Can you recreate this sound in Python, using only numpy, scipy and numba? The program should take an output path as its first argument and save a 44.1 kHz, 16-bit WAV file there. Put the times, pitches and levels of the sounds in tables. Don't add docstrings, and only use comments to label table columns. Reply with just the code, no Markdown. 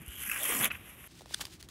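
import sys
import numpy as np
from scipy import signal
from scipy.fft import rfft, irfft, next_fast_len
from scipy.io import wavfile
from scipy.ndimage import uniform_filter1d
from numba import njit

SR = 44100
rng = np.random.default_rng(int(sys.argv[2]) if len(sys.argv) > 2 else 0)


def master(y):
    cut = np.clip(np.atleast_2d(y).T, -1, 1)
    pcm = np.round(cut * 32767)
    wavfile.write(sys.argv[1], SR, pcm.astype(np.int16))


N = 74970
T = np.arange(N) / SR
CHANGE_S = 1.076
SNAPS_PER_S, TOP_HZ = 9000, 15750

# (frequency [Hz], relative level [dB])
FREE_SHEET_COLOUR = [(300, -21), (800, -16), (1150, -2), (1500, -3.5), (2100, 1), (2800, 0.5), (3400, -5),
                     (4100, -29.5), (6000, -37)]
# (frequency [Hz], relative level [dB])
HISS_COLOUR = [(3500, -46), (4500, -25), (6000, -13.5), (7500, -13.5), (9000, -9.5), (10400, -6),
               (11200, 1.5), (12000, 0), (13000, -10), (14300, -21), (15600, -24)]
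# (frequency [Hz], relative level [dB])
CREASE_COLOUR = [(200, -5.5), (600, -5), (1500, 1.5), (2400, -4), (3300, 3), (4800, -1), (6500, -3),
                 (9000, -3), (12000, -8.5), (15500, -12)]


def amp(db):
    return 10 ** (np.asarray(db) / 20)


def unit(x):
    return x / np.sqrt(np.mean(x ** 2) + 1e-20)


def curve(table, column=1):
    rows = np.array(table)
    return np.interp(T, rows[:, 0], rows[:, column])


def colour(x, points):
    size = next_fast_len(2 * N)
    hz, db = np.array(points).T
    bins_hz = np.maximum(np.fft.rfftfreq(size, 1 / SR), 1)
    gain = amp(np.interp(np.log(bins_hz), np.log(hz), db))
    cepstrum = irfft(np.log(gain), size)
    cepstrum[1:size // 2] *= 2
    cepstrum[size // 2 + 1:] = 0
    return unit(irfft(rfft(x, size) * np.exp(rfft(cepstrum)), size)[:N])


@njit
def bandpass(x, hz, width):
    y, band, low = np.empty(len(x)), 0., 0.
    for i in range(len(x)):
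        g, damping = np.tan(np.pi * hz[i] / SR), width[i] / hz[i]
        v = (band + g * (x[i] - low)) / (1 + g * (g + damping))
        band, low = 2 * v - band, low + 2 * g * v
        y[i] = damping * v
    return y


def resonance(x, hz, width_hz):
    hz, width_hz = hz * np.ones(N), width_hz * np.ones(N)
    return bandpass(bandpass(x, hz, width_hz), hz, width_hz)


def walk(rate):
    span = max(int(SR / rate), 2)
    return unit(uniform_filter1d(uniform_filter1d(rng.standard_normal(N), span), span))


def snaps(rate, scatter_db):
    hit = rng.random(N) < rate / SR
    size = amp(scatter_db * np.clip(rng.standard_normal(N), -2, 2))
    return unit(hit * size * np.sign(rng.standard_normal(N)))


def burst(sound, envelope):
    piece = sound * envelope
    return piece * np.sqrt(np.sum(envelope ** 2) / (np.sum(piece ** 2) + 1e-20))


def jerk(start, length, attack_s=.0015, release_s=.0021):
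    age = T - start
    return np.clip(age / attack_s, 0, 1) * np.exp(-np.maximum(age - length, 0) / release_s)


def crossfade(before, after, centre_s, over_s):
    share = np.clip((T - centre_s) / over_s + .5, 0, 1)
    return before * (1 - share) + after * share


def outdoors(fade_in_s=.026):
    # (frequency [Hz], relative level [dB])
    air_colour = [(20, -28), (40, -3), (66, 4.5), (100, -1), (150, -2.5), (220, -5.5), (330, -7.5),
                  (480, -14.5), (1000, -19.5), (3000, -39), (8000, -33.5), (15000, -54)]
    # (frequency [Hz], relative level [dB])
    rumble_colour = [(20, -30), (40, -11), (66, 5), (100, -5.5), (145, -0.5), (220, -9.5), (340, -6),
                     (450, -19.5), (1000, -23.5), (3000, -31.5), (8000, -39), (15000, -43)]
    air = amp(-56.5 + .46 * walk(15)) * colour(rng.standard_normal(N), air_colour)
    rumble = amp(-55.5) * colour(rng.standard_normal(N), rumble_colour)
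    return air * (T < CHANGE_S) + rumble * np.clip((T - CHANGE_S) / fade_in_s, 0, 1)


def knocks(attack_s=.001):
    # (time [s], frequency [Hz], decay [s], level [dB])
    thuds = [(.002, 149.6, 0.016, -41), (0.02, 170, 0.0046, -36.5), (0.077, 64.3, 0.014, -34.5),
             (.18, 77.4, .015, -51), (0.281, 210, 0.013, -42), (0.602, 133, 0.015, -35),
             (.735, 79, 0.014, -42.5), (.795, 99, 0.022, -50)]
    out = np.zeros(N)
    for start, hz, decay, db in thuds:
        age = np.maximum(T - start, 0)
        envelope = np.exp(-age / decay) * (1 - np.exp(-age / attack_s))
        out += amp(db) * np.sin(2 * np.pi * hz * age) * envelope
    return out


def ticks(start_hz=1550, end_hz=295, fall_s=.00165, rise_s=.0012, click_s=.0009):
    # (time [s], level [dB])
    pops = [(1.2082, -43), (1.218, -45), (1.2582, -44), (1.3084, -43), (1.395, -43), (1.4393, -45.5),
            (1.481, -52)]
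    out = np.zeros(N)
    click = colour(rng.standard_normal(N), CREASE_COLOUR)
    detunes = np.exp(.12 * rng.standard_normal(len(pops)))
    for (start, db), detune in zip(pops, detunes):
        age = np.maximum(T - start, 0)
        turns = end_hz * age + (start_hz - end_hz) * fall_s * (1 - np.exp(-age / fall_s))
        envelope = age / rise_s * np.exp(1 - age / rise_s)
        out += amp(db) * np.sin(2 * np.pi * turns * detune) * envelope
        out += amp(db - 4) * burst(click, np.exp(-abs(T - start - rise_s) / click_s))
    return out


def paper_ball():
    # (frequency [Hz], relative level [dB])
    scuff_colour = [(200, -11), (600, -13.5), (1300, -6), (2400, -1.5), (3500, 0.5), (4800, -0.5),
                    (6500, -4.5), (9000, -5.5), (12000, -12), (15500, -14)]
    # (time [s], level [dB])
    rustle_levels = [(1.08, -64.5), (1.14, -61), (1.195, -54), (1.245, -66.5), (1.29, -58), (1.33, -47.5),
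                     (1.357, -55.5), (1.38, -49), (1.4, -60), (1.425, -57), (1.46, -53), (1.49, -62),
                     (1.54, -51), (1.585, -70.5), (1.61, -50), (1.622, -70), (1.64, -54), (1.675, -77),
                     (1.7, -57)]
    # (frequency [Hz], width [Hz], gain [dB])
    ball_modes = [(1670, 590, -1.5), (3350, 650, 2.5), (4730, 1400, 2), (6120, 750, 2), (8730, 710, 2),
                  (9600, 1700, -5.5), (12100, 560, -9), (15000, 800, -12)]
    # (peak time [s], rise [s], decay [s], level [dB], ringing share [0-1])
    crackles = [(1.3457, 0.003, 0.00061, -22.5, 0.97), (1.4114, 0.004, 0.0096, -32, 0),
                (1.4533, 0.00031, 0.0018, -31.5, 0.2), (1.468, 0.00047, .003, -45, 0.03),
                (1.6275, 0.00049, 0.0012, -38.5, 0.15), (1.688, 0.00046, 0.0024, -43, 0)]
    grit = snaps(9000, scatter_db=3.5) * amp(1.4 * walk(200))
    out = colour(grit, scuff_colour) * amp(curve(rustle_levels))
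    clicks = snaps(12000, scatter_db=2.5)
    crunch = colour(clicks, CREASE_COLOUR)
    ring = unit(sum(amp(db) * resonance(clicks, hz, width) for hz, width, db in ball_modes))
    for peak, rise, decay, db, share in crackles:
        envelope = np.exp(-np.maximum((peak - T) / rise, (T - peak) / decay))
        out += amp(db) * burst(np.sqrt(share) * ring + np.sqrt(1 - share) * crunch, envelope)
    return out


def loose_page():
    # (frequency [Hz], relative level [dB])
    flap_colour = [(100, -8), (300, -13), (800, -11), (1300, -4), (1640, 0.5), (2150, 2.5), (2550, 9),
                   (3000, -13.5), (4000, -29), (8000, -37), (15000, -57)]
    # (time [s], length [s], level [dB])
    flicks = [(0.702, 0.0068, -35), (0.712, 0.0057, -31.5), (0.725, 0.018, -62), (0.747, .013, -44.5),
              (1.04, 0.0047, -48)]
    # (time [s], hiss level [dB], rasp level [dB])
    slide_levels = [(.69, -84, -59), (.705, -67, -60), (.72, -46.5, -51), (.738, -57.5, -46.5),
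                    (.758, -53, -52.5), (.785, -61, -56.5), (.83, -61, -57), (.9, -52, -54),
                    (.96, -60.5, -61), (1.01, -56, -57), (1.07, -53.5, -57.5)]
    clicks = snaps(5000, scatter_db=5)
    ring = unit(resonance(clicks, hz=2510, width_hz=330))
    flap = unit(colour(clicks, flap_colour) + amp(.5) * ring)
    flaps = sum(amp(db) * burst(flap, jerk(start, length)) for start, length, db in flicks)
    rub = rng.standard_normal(N) * amp(1.3 * walk(150))
    hiss = colour(rub, HISS_COLOUR) * amp(curve(slide_levels, 1))
    rasp = colour(rub, FREE_SHEET_COLOUR) * amp(curve(slide_levels, 2))
    return flaps + hiss + rasp


def near_echoes(x, decay_s=.0062, ring_db=-4.5):
    age = T[:SR // 40]
    tail = rng.standard_normal(len(age)) * np.exp(-age / decay_s)
    return unit(x + amp(ring_db) * signal.fftconvolve(x, tail / np.linalg.norm(tail))[:N])


def flexing(x, depth_db, rate, bands=26):
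    size = next_fast_len(N)
    spectrum, out = rfft(x, size), np.zeros(N)
    band_index = (bands - 1) * np.sqrt(np.minimum(np.fft.rfftfreq(size, 1 / SR) / TOP_HZ, 1))
    for k in range(bands):
        band = irfft(spectrum * np.maximum(1 - abs(band_index - k), 0), size)[:N]
        out += band * amp(depth_db * walk(rate))
    return unit(out)


def sheet_rasp(drive):
    # (frequency [Hz], relative level [dB])
    taut_colour = [(300, -17.5), (750, -26.5), (1100, -12), (1500, 0), (1850, -5), (2400, -0.5),
                   (2900, -2.5), (3300, -16), (4100, -35), (6000, -41)]
    taut, free = colour(drive, taut_colour), colour(drive, FREE_SHEET_COLOUR)
    return crossfade(taut, free, centre_s=.394, over_s=.024)


def fibre_hiss(drive):
    # (frequency [Hz], relative level [dB])
    fibre_colour = [(3500, -35), (4500, -22), (5500, -14.5), (7500, -8.5), (9000, -6.5), (10500, -2),
                    (11700, 3), (12800, -2), (14300, -18), (15600, -11.5)]
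    straining, tearing = colour(drive, HISS_COLOUR), colour(drive, fibre_colour)
    return crossfade(straining, tearing, centre_s=.29, over_s=.1)


def binding_scrape(drag):
    # (time [s], frequency [Hz], level [dB])
    path = [(0, 2780, -71), (.11, 2940, -53), (.19, 3080, -51.5), (.24, 3040, -47.5), (.32, 3270, -77),
            (.41, 3370, -44.5), (.5, 3070, -50), (.6, 3220, -74), (.647, 3470, -30), (.67, 3540, -59),
            (.7, 3700, -74)]
    return unit(resonance(drag, curve(path, 1), width_hz=550)) * amp(curve(path, 2))


def sheet_boom(drag, clumps):
    # (time [s], frequency [Hz])
    boom_pitch = [(.3, 905), (.41, 560), (.51, 466), (.545, 236), (.62, 226)]
    # (frequency [Hz], relative level [dB])
    wash_colour = [(50, -28), (140, -8.5), (600, 0), (1100, -4), (2000, -19), (5000, -50)]
    hz = curve(boom_pitch)
    mode = unit(resonance(drag, hz, width_hz=.55 * hz) / np.sqrt(hz))
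    wash = colour(snaps(SNAPS_PER_S, scatter_db=1.5) * clumps, wash_colour)
    return amp(-5) * (mode + wash)


def catches():
    # (time [s], length [s], fibre level [dB], rasp level [dB])
    tough_spots = [(0.0158, 0.0013, -46, -50), (0.061, .003, -48, -56), (0.0787, 0.0022, -41.5, -67),
                   (0.086, 0.0014, -48, -68), (.1185, 0.0017, -50, -50), (0.1843, 0.0015, -41, -49),
                   (0.217, 0.0021, -39, -46), (0.2248, 0.0016, -34, -51), (.2328, .004, -36, -44.5),
                   (0.246, .006, -48.5, -52), (0.295, 0.0053, -34, -32.5), (0.3136, 0.0057, -34.5, -29),
                   (0.36, 0.0065, -48, -37), (0.391, 0.004, -39, -40), (0.4312, 0.0035, -26.5, -40.5),
                   (0.44, 0.0066, -35, -46), (0.4521, 0.0036, -29, -33.5), (0.5196, 0.0045, -35, -33.5),
                   (0.573, 0.0019, -34, -54), (0.598, 0.019, -40, -36.5), (0.628, 0.0038, -35, -36),
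                   (0.643, 0.003, -23, -34), (0.6541, 0.0019, -23.5, -24.5)]
    drive = near_echoes(snaps(SNAPS_PER_S, scatter_db=2.5))
    fibres, rasp = fibre_hiss(drive), sheet_rasp(drive)
    out = np.zeros(N)
    for start, length, fibre_db, rasp_db in tough_spots:
        envelope = jerk(start, length)
        out += amp(fibre_db) * burst(fibres, envelope) + amp(rasp_db) * burst(rasp, envelope)
    return out


def rip():
    # (time [s], fibre level [dB], rasp level [dB], boom gain [dB])
    levels = [(0, -58, -67.5, -71), (.055, -59.5, -62.5, -75), (.12, -50.5, -59, -83), (.21, -46, -54, -64),
              (.27, -41, -43.5, -73), (.31, -41.5, -45, -83), (.33, -38.5, -36.5, -64),
              (.375, -38, -40, -52.5), (.405, -38, -45, -51), (.429, -36.5, -45, -42.5),
              (.46, -35, -37.5, -48), (.5, -31, -37, -41.5), (.55, -32.5, -37.5, -43.5),
              (.595, -30, -42.5, -39.5), (.625, -34, -37, -39.5), (.655, -32, -29, -40.5),
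              (.68, -42.5, -40, -42.5), (.692, -59, -52, -63), (.71, -70, -90, -64)]
    clumps = amp(1.62 * walk(340) + .5 * walk(70))
    breaks = near_echoes(snaps(SNAPS_PER_S, scatter_db=5.5))
    breaks = flexing(breaks, depth_db=2.5, rate=34) * unit(clumps)
    fibres = fibre_hiss(breaks) * amp(curve(levels, 1))
    bends = near_echoes(snaps(SNAPS_PER_S, scatter_db=4.5) * clumps * amp(walk(190)))
    rasp = sheet_rasp(bends) * amp(curve(levels, 2))
    drag = snaps(SNAPS_PER_S, scatter_db=2) * clumps
    boom = sheet_boom(drag, clumps) * amp(curve(levels, 3))
    return fibres + rasp + binding_scrape(drag) + boom


def scene():
    notebook = rip() + catches() + loose_page() + knocks()
    ball = paper_ball() + ticks()
    changed = np.clip((T - CHANGE_S) / .0011, 0, 1)
    return (notebook * (1 - changed) + ball * changed + outdoors())[None]


def record(dry):
    low_cut = signal.butter(4, 36, "high", fs=SR, output="sos")
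    high_cut = signal.ellip(14, .2, 80, TOP_HZ, fs=SR, output="sos")
    return signal.sosfilt(high_cut, signal.sosfilt(low_cut, dry))


dry = scene()
out = record(dry)
master(out)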